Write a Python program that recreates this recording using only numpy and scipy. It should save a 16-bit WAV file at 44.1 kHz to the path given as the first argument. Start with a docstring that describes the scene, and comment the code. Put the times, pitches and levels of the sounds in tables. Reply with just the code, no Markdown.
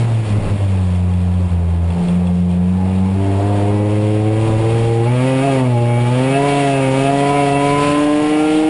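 """Inside a stripped racing car: the engine falls on the overrun into a bend, its boom dropping out in jolts.
Loose trim ticks, then the throttle opens and the engine pulls, flares, dips and climbs out of the bend.
Firing pulses boom as clean orders and ring the panel and intake resonances; a gear whines along with the revs.
Filtered noise makes road roar, kerb rumble and combustion hiss, and a faint electrical tone holds steady. A small
camera evens the level and holds each sample at a low rate, which mirrors the sound into the treble."""
import sys
import numpy as np
from scipy import signal
from scipy.fft import rfft, irfft, next_fast_len
from scipy.io import wavfile
from scipy.ndimage import uniform_filter1d

SR = 44100
rng = np.random.default_rng(int(sys.argv[2]) if len(sys.argv) > 2 else 0)


def natural_amplitude(level_db):
    """Convert a level in decibels to a linear amplitude factor, elementwise."""
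    exponent = np.asarray(level_db, float) / 20
    return 10 ** exponent


def master_out(mix):
    """Clip the mix to full scale and print it as 16-bit PCM to the path in sys.argv[1]."""
    frames = np.transpose(np.atleast_2d(mix))
    ceiling = np.clip(frames, -1, 1)
    pcm = np.round(ceiling * 32767).astype(np.int16)
    wavfile.write(sys.argv[1], SR, pcm)


N = 383229   # length [samples]

# Levels of all sources are those ahead of the gain control.
# noise colours, each scaled as a whole afterwards: (frequency [Hz], relative density [dB per Hz])
RUMBLE_COLOUR = [(20, 4), (40, -3), (70, 1), (110, 3), (180, 2), (300, -9.5), (500, -9), (800, -31)]
ROAR_COLOUR = [(120, -22), (250, -1), (500, -0.5), (800, -2), (1050, -8.5), (1300, -14), (1700, -19.5),
               (2200, -41)]
HISS_COLOUR = [(1200, -8.5), (1800, -4.5), (2500, -0.5), (3100, -6), (3600, -5), (4500, -14), (5300, -16),
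               (6200, -14), (7200, -15.5), (8500, -16.5), (11000, -21.5)]
# kerbs and bumps under the wheels: (middle [s], half length [s], rumble swell [dB], roar swell [dB])
BUMPS = [(0.0, 0.13, 10, 2), (.39, 0.11, 12, 1), (.52, 0.09, 9, 0), (2.03, .12, 5, 3), (3.55, 0.25, 3, 3),
         (4.5, 0.11, 10, 1.5), (4.75, 0.18, 10.5, 0.5), (5.55, 0.054, 3, 0), (6.5, 0.049, 3, -1),
         (7.1, .2, 2, 0), (7.75, 0.22, 5, -1.5)]
# trim rattling: (time [s], relative strike level [dB])
TICKS = [(0.9502, -28), (1.1383, -30), (1.9047, -27), (2.0852, -24), (2.2711, -25.5)]
# resonances of the struck trim: (frequency [Hz], relative level [dB], 60 dB decay time [s])
TICK_MODES = [(1698, -11, .012), (2699, 4, 0.017), (3383, -1, 0.056), (4030, -7, 0.0093)]
# panel and intake resonances: (frequency [Hz], width [Hz], relative level [dB])
CABIN_MODES = [(985, 67, 12.5), (1116, 180, 1.5), (1222, 43, 5.5), (1446, 86, -4.5), (1634, 36, 0.5),
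               (1966, 20, 3.5), (2146, 12, 3), (2278, 26, 5), (2456, 34, -3.5), (2608, 31, 0.5),
               (2723, 10.3, 2.5), (2876, 81, -3.5), (3236, 42, -4), (3640, 200, -20)]
# engine load: (time [s], combustion hiss [dB], metallic ring of the firing pulses [dB])
LOAD = [(0.0, -43.5, -39), (0.22, -49.5, -49), (0.36, -46.5, -44), (0.52, -48, -46), (0.62, -48, -53),
        (1.16, -51.5, -51.5), (1.8, -53.5, -51.5), (2.1, -47, -61), (2.17, -50, -50), (2.42, -53, -58),
        (2.78, -51.5, -48), (3.65, -45.5, -42.5), (3.8, -47.5, -42.5), (4.35, -46.5, -40), (4.7, -41, -38),
        (4.82, -41, -35), (4.96, -46, -41), (5.13, -43.5, -30.5), (5.35, -40, -27.5), (5.56, -39.5, -28.5),
        (5.63, -43.5, -33), (5.74, -46.5, -39), (5.93, -44.5, -32.5), (6.1, -43, -30.5), (6.5, -36, -24),
        (6.72, -39.5, -28), (6.85, -38, -26), (6.95, -39.5, -27.5), (7.43, -36.5, -25.5), (7.55, -40, -27),
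        (7.9, -35.5, -23.5), (8.2, -39, -30), (8.69, -39, -25.5)]
# engine speed: (time [s], firing rate [Hz])
REVS = [(0,118),(.2,111.3),(.33,102.2),(.41,110.7),(.5,103.8),(.63,98.9),(.84,91.7),(.96,89.4),(1.44,90),(1.55,86.6),(1.74,85.3),(2.0,86.85),(2.18,88.54),(2.58,88.9),(2.88,94),(3.05,94.25),(3.25,98.1),(3.36,97.25),(3.46,101.4),(3.65,101.7),(3.76,103.3),(4.25,107.2),(4.45,110.9),(4.55,109),(4.75,114.7),(5.03,115.3),(5.12,123.1),(5.2,126),(5.28,131.5),(5.4,132.2),(5.46,139.1),(5.77,118.4),(6.07,120.7),(6.37,138.3),(6.46,142.1),(6.6,141.3),(6.9,132),(7.12,139.2),(7.38,143.1),(7.5,140),(7.65,142),(8.15,148.9),(8.69,156.9)]
# engine state; 0 overrun, 1 part throttle, 2 full throttle, 3 full with the intake switched for high revs;
# anything above 3 sounds like 3: (time [s], state [0 upward])
THROTTLE = [(0, 0), (1.89, 0), (1.96, 0.43), (2.08, 0.7), (2.18, 1.0), (2.72, 1.0), (2.8, 1.3), (3.1, 1.34),
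            (3.22, 2.0), (7.8, 2.0), (8.0, 3.0), (8.69, 9)]
# orders 1 to 9 of the firing rate, at 120 Hz: (overrun [dB], part throttle [dB], full throttle [dB],
# full with switched intake [dB], growth with revs [dB per octave])
ORDERS = [(-11.5, -16, -12.5, -22, 5), (-20.7, -13.9, -17, -12, -8.2), (-36.5, -45, -23, -27, 10),
          (-44, -38, -25, -29.5, 1), (-41.5, -26, -28, -29, -3), (-63, -57.5, -56.5, -37, -22.5),
          (-55, -38, -32.5, -32, 24.5), (-65, -61, -49, -50, -10.5), (-59.5, -64, -38.5, -32, -10)]
# booms and dead spots at the seat, met by each order as it sweeps:
# (frequency [Hz], half width [Hz], level change [dB])
SEAT = [(122.0, 5.7, 4.5), (164, 25.2, -21.5), (175.2, 14.7, 13), (198.4, 3.4, -12.5), (225.4, 11.8, -12.5),
        (322.6, 24, 4.5), (375.6, 16.5, -6.5), (440.7, 3.7, -3), (460, 14, 4.5), (484.7, 7.3, -11.5),
        (530, 6.6, 5), (591, 7.7, 11), (603, 1.2, -9), (666.4, 5.8, -12.5), (691.4, 13, 11.5),
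        (713.7, 8.2, 7), (738, 13.4, -7), (754, 11, 7.5), (838, 22, 8.5), (851, 7.7, -4), (877, 3.8, -13.2),
        (963, 16.6, -13), (1008.3, 35, 9.5), (1097, 36.9, -26), (1217, 15.1, 9.5), (1300, 21, 9.5),
        (1332, 16.3, -16)]
# revs at which one order alone swells or fades, listed by order:
# (firing rate [Hz], half width [Hz], level change [dB])
TUNED_REVS = {2: [(94, 2.9, 2), (129, 2.4, 2.5)], 5: [(91.2, 4.52, -17.5), (116.56, 2.7, -10.5)],
              6: [(103.6, 6.3, 12.4), (116.5, 2.1, -19), (134.4, 8.9, 26)], 8: [(137.4, 8.8, 21.5)],
              9: [(113.8, 2.5, -11), (121.5, 2.2, 17), (126.6, 1.8, 12.5)]}
# the boom drops out briefly as the car jolts: (middle [s], half length [s], level change [dB])
DROPOUTS = [(.27, 0.045, -8), (.415, 0.02, -14), (.485, 0.021, -17), (.585, 0.023, -8), (1.495, 0.013, -11)]
# lines between the orders, from cylinders that differ over the six-firing cycle:
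# (frequency [sixths of the firing rate], level against order 3 [dB])
BETWEEN = [(7, -14.5), (8, -20), (13, -33.5), (28, -18.5), (31, -15), (40, -25)]


def rms_one(x):
    """Scale to rms 1."""
    return x / np.sqrt(np.mean(x ** 2) + 1e-20)


def band_rms_one(x, low_hz, high_hz):
    """Scale so that the band between the edges has rms 1."""
    band_pass = signal.butter(4, [low_hz, high_hz], "band", fs=SR, output="sos")
    return x / np.sqrt(np.mean(signal.sosfilt(band_pass, x) ** 2))


def in_time(rows):
    """Columns of a table, sample by sample."""
    s, *columns = np.transpose(rows)
    return [np.interp(np.arange(N) / SR, s, c) for c in columns]


def swells(rows):
    """Sum of bell-shaped swells in dB, one sum for each level column."""
    t = np.arange(N) / SR
    return sum(np.exp(-((t - s) / half) ** 2) * np.array(db)[:, None] for s, half, *db in rows)


def peaks_db(hz, rows):
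    """Sum of resonance-shaped peaks and dips in dB."""
    return sum(db / (1 + ((hz - centre_hz) / half) ** 2) for centre_hz, half, db in rows)


def drift(rate_hz):
    """Slow random wander of spread 1: noise through two equal low-pass poles at the given rate."""
    r = np.exp(-40 * np.pi * rate_hz / SR)   # computed on every 20th sample
    white = rng.standard_normal(N // 20 + 4002)
    slow = signal.lfilter([1], [1, -2 * r, r * r], white)[4000:]   # skip the settling
    return np.interp(np.arange(N) / 20, np.arange(len(slow)), rms_one(slow))


def banded_noise(colour, patchy_db):
    """Third-octave bands of noise that flicker in level, partly together and partly each on its own."""
    hz, db = np.transpose(colour)
    edges = 18 * 2 ** np.arange(0, 9.5, 1 / 3)
    white = rng.standard_normal((2, N))   # neighbouring bands take turns, so they stay independent
    together, out = drift(7.6), np.zeros(N)
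    for k, (low, high) in enumerate(zip(edges, edges[1:])):
        if .8 * hz[0] < low < hz[-1]:
            band_pass = signal.butter(2, [low, high], "band", fs=SR, output="sos")
            band = signal.sosfilt(band_pass, white[k % 2])
            level_db = np.interp(np.log(low * high) / 2, np.log(hz), db)
            flicker_db = patchy_db * (together + 1.05 * drift(16.4))
            out += band * natural_amplitude(level_db + flicker_db)
    return out


def cabin(x):
    """Parallel resonances; alternating signs keep the valleys between them filled."""
    out = np.zeros(N)
    for k, (hz, width, db) in enumerate(CABIN_MODES):
        r = np.exp(-np.pi * width / SR)
        a = [1, -2 * r * np.cos(2 * np.pi * hz / SR), r * r]
        b = [(1 - r * r) / 2, 0, (r * r - 1) / 2]
        out += (-1) ** k * natural_amplitude(db) * signal.lfilter(b, a, x)
    return out


def electrical_whine(hz=3750, rms_db=-66):
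    """A faint steady electrical sine."""
    return np.sqrt(2) * natural_amplitude(rms_db) * np.sin(2 * np.pi * hz * np.arange(N) / SR)


def road(rumble_db=-44.5, roar_db=-47, split_hz=700, low_follows=0.47, high_follows=0.64):
    """Floor rumble and the broad roar of tyres and air, swelling over bumps; roar follows part of the hiss."""
    rumble_swell_db, roar_swell_db = swells(BUMPS)
    rumble = band_rms_one(banded_noise(RUMBLE_COLOUR, patchy_db=0.5), 23, 60.7)
    roar = band_rms_one(banded_noise(ROAR_COLOUR, patchy_db=1.0), 1279, 1980)
    low = signal.sosfiltfilt(signal.butter(2, split_hz, fs=SR, output="sos"), roar)
    hiss_swing_db = in_time(LOAD)[0] + 45   # the roar level holds for hiss at -45 dB
    roar = natural_amplitude(low_follows * hiss_swing_db) * low + natural_amplitude(high_follows * hiss_swing_db) * (roar - low)
    return natural_amplitude(rumble_db + rumble_swell_db) * rumble + natural_amplitude(roar_db + roar_swell_db) * roar


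def trim_ticks():
    """Short rattles of loose trim: each click strikes a set of decaying resonances."""
    clicks, out = np.zeros(N) + 1e-18, np.zeros(N)
    for s, db in TICKS:
        clicks[round(s * SR)] = natural_amplitude(db - 9.0)
    for hz, db, t60 in TICK_MODES:
        r, w = natural_amplitude(-60 / (t60 * SR)), 2 * np.pi * hz / SR
        out += natural_amplitude(db) * signal.lfilter([0, np.sin(w)], [1, -2 * r * np.cos(w), r * r], clicks)
    return out


def combustion_hiss(phase):
    """Gas and valve noise that swells a little on every firing and partly rings the panels."""
    noise = banded_noise(HISS_COLOUR, patchy_db=1.0) * (1 + .13 * np.cos(phase))
    heard = noise + natural_amplitude(-3) * cabin(noise)
    return natural_amplitude(in_time(LOAD)[0]) * band_rms_one(heard, 3290, 5800)


def gear_whine(phase, order=19, rms_db=-12, waver_db=3.5, high_db=-7.5):
    """A gear mesh sings at a multiple of the firing rate, set against the ring; softer once the intake switches."""
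    switched = np.clip(in_time(THROTTLE)[0] - 2, 0, 1)
    level_db = rms_db + high_db * switched + waver_db * drift(7.1)
    return np.sqrt(2) * natural_amplitude(level_db) * np.cos(order * phase)


def firing_phase():
    """Firing rate [Hz] and the phase [rad] it runs up, one turn a firing."""
    hz, = in_time(REVS)
    return hz, 2 * np.pi * np.cumsum(hz) / SR


def order_sizes(hz):
    """Height of each order: pedal sets the source, revs feed it, the cabin colours it and jolts cut it."""
    pedal, sizes = in_time(THROTTLE)[0], []
    for k, (*state_db, growth_db) in enumerate(ORDERS, 1):
        signs = [-1 if k == 1 else 1, 1, 1, 1]   # order 1 turns over as overrun ends
        source = np.interp(pedal, [0, 1, 2, 3], natural_amplitude(np.array(state_db)) * signs)
        seat_db = peaks_db(k * hz, SEAT) + peaks_db(hz, TUNED_REVS.get(k, []))
        sizes.append(source * natural_amplitude(seat_db + growth_db * np.log2(hz / 120)))
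    return np.array(sizes) * natural_amplitude(swells(DROPOUTS))


def engine_boom(hz, late, waver_db=0.5, flutter_db=1.0, between_waver_db=3):
    """Low orders of the firing rate, with fainter lines between them from unequal cylinders."""
    sizes = order_sizes(hz)
    # the orders line up into one pulse a firing: a lopsided push at low revs, a sharp suction dip near 145 Hz
    skew = np.pi * (hz - 55) / 90
    boom = np.zeros(N)
    for k, size in enumerate(sizes, 1):
        # higher orders flutter more and slip further out of line
        level = size * natural_amplitude(waver_db * drift(16.5) + flutter_db * np.log(k) * drift(6.3))
        boom += level * np.cos(k * late + skew + k / 5 * drift(1))
    load = uniform_filter1d(sizes[2], size=12000)   # smoothed height of order 3
    for sixths, db in BETWEEN:
        boom += load * natural_amplitude(db + between_waver_db * drift(3.3)) * np.cos(round(sixths) * late / 6)
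    return np.sqrt(2) * boom


def firing_pulses(phase, late, uneven_db=2.0, cylinders=0.029):
    """Sharp pulses from orders 10 to 33, uneven by chance and in a pattern that repeats every six firings."""
    pattern = 1 + cylinders * sum(np.cos(m * phase / 6 + m * m) for m in range(1, 4))
    return -sum(np.cos(k * late) for k in range(10, 34)) * pattern * natural_amplitude(uneven_db * drift(30.0))


def engine(hz, phase, jitter=0.0036):
    """Booming low orders plus firing pulses that ring the panels and intake, with the gear on top."""
    late = phase + 2 * np.pi * jitter * drift(50.0)   # combustion timing scatters; jitter in firing periods
    boom = engine_boom(hz, late)
    ring = band_rms_one(cabin(firing_pulses(phase, late)), 1011, 4500)
    return boom + natural_amplitude(in_time(LOAD)[1]) * (ring + gear_whine(phase))


def scene():
    """Everything reaches one microphone."""
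    hz, phase = firing_phase()
    background = electrical_whine() + road() + trim_ticks()
    return (background + combustion_hiss(phase) + engine(hz, phase))[None]


def levelled(x, share=0.54, reaction_s=0.032, aim_db=-14):
    """Gain control: a share of the running level's distance from its aim is taken back."""
    r = np.exp(-1 / (reaction_s * SR))
    power = signal.lfilter([1 - r], [1, -r], x ** 2, zi=[[natural_amplitude(2 * aim_db)]])[0]
    return x * natural_amplitude(-share * (10 * np.log10(power) - aim_db))


def sample_hold(x, hold_hz=11997.5, mirror_cut_hz=4300):
    """Samples held at a low rate leave a mirror image of the lower band below that rate, weaker toward the top."""
    band = signal.sosfilt(signal.butter(4, mirror_cut_hz, fs=SR, output="sos"), x)
    mirror = band * 2 * np.cos(2 * np.pi * hold_hz * np.arange(N) / SR)
    size = next_fast_len(N)
    hz = np.arange(1, size // 2 + 2) * SR / size
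    slope = np.clip(hold_hz / hz - 1, 0, 1)   # a hold weighs the image of f by f / (rate - f)
    top = 1 / (1 + (hz / 10900) ** 150)   # the output filter ends the band steeply
    dip = natural_amplitude(-7.0 * np.exp(-((hz - 6150) / 450) ** 2))   # a narrow trough where band and image meet
    return irfft((rfft(x, size) + slope * rfft(mirror, size)) * top * dip, size)[:, :N]


def low_pass(x):
    """Removes everything above the highest recorded frequency."""
    return signal.sosfilt(signal.butter(12, 11230, fs=SR, output="sos"), x)


def record(dry):
    """The camera evens the level, then holds each sample at its low rate."""
    held = sample_hold(levelled(dry))
    return low_pass(held)


dry = scene()
out = record(dry)
master_out(out)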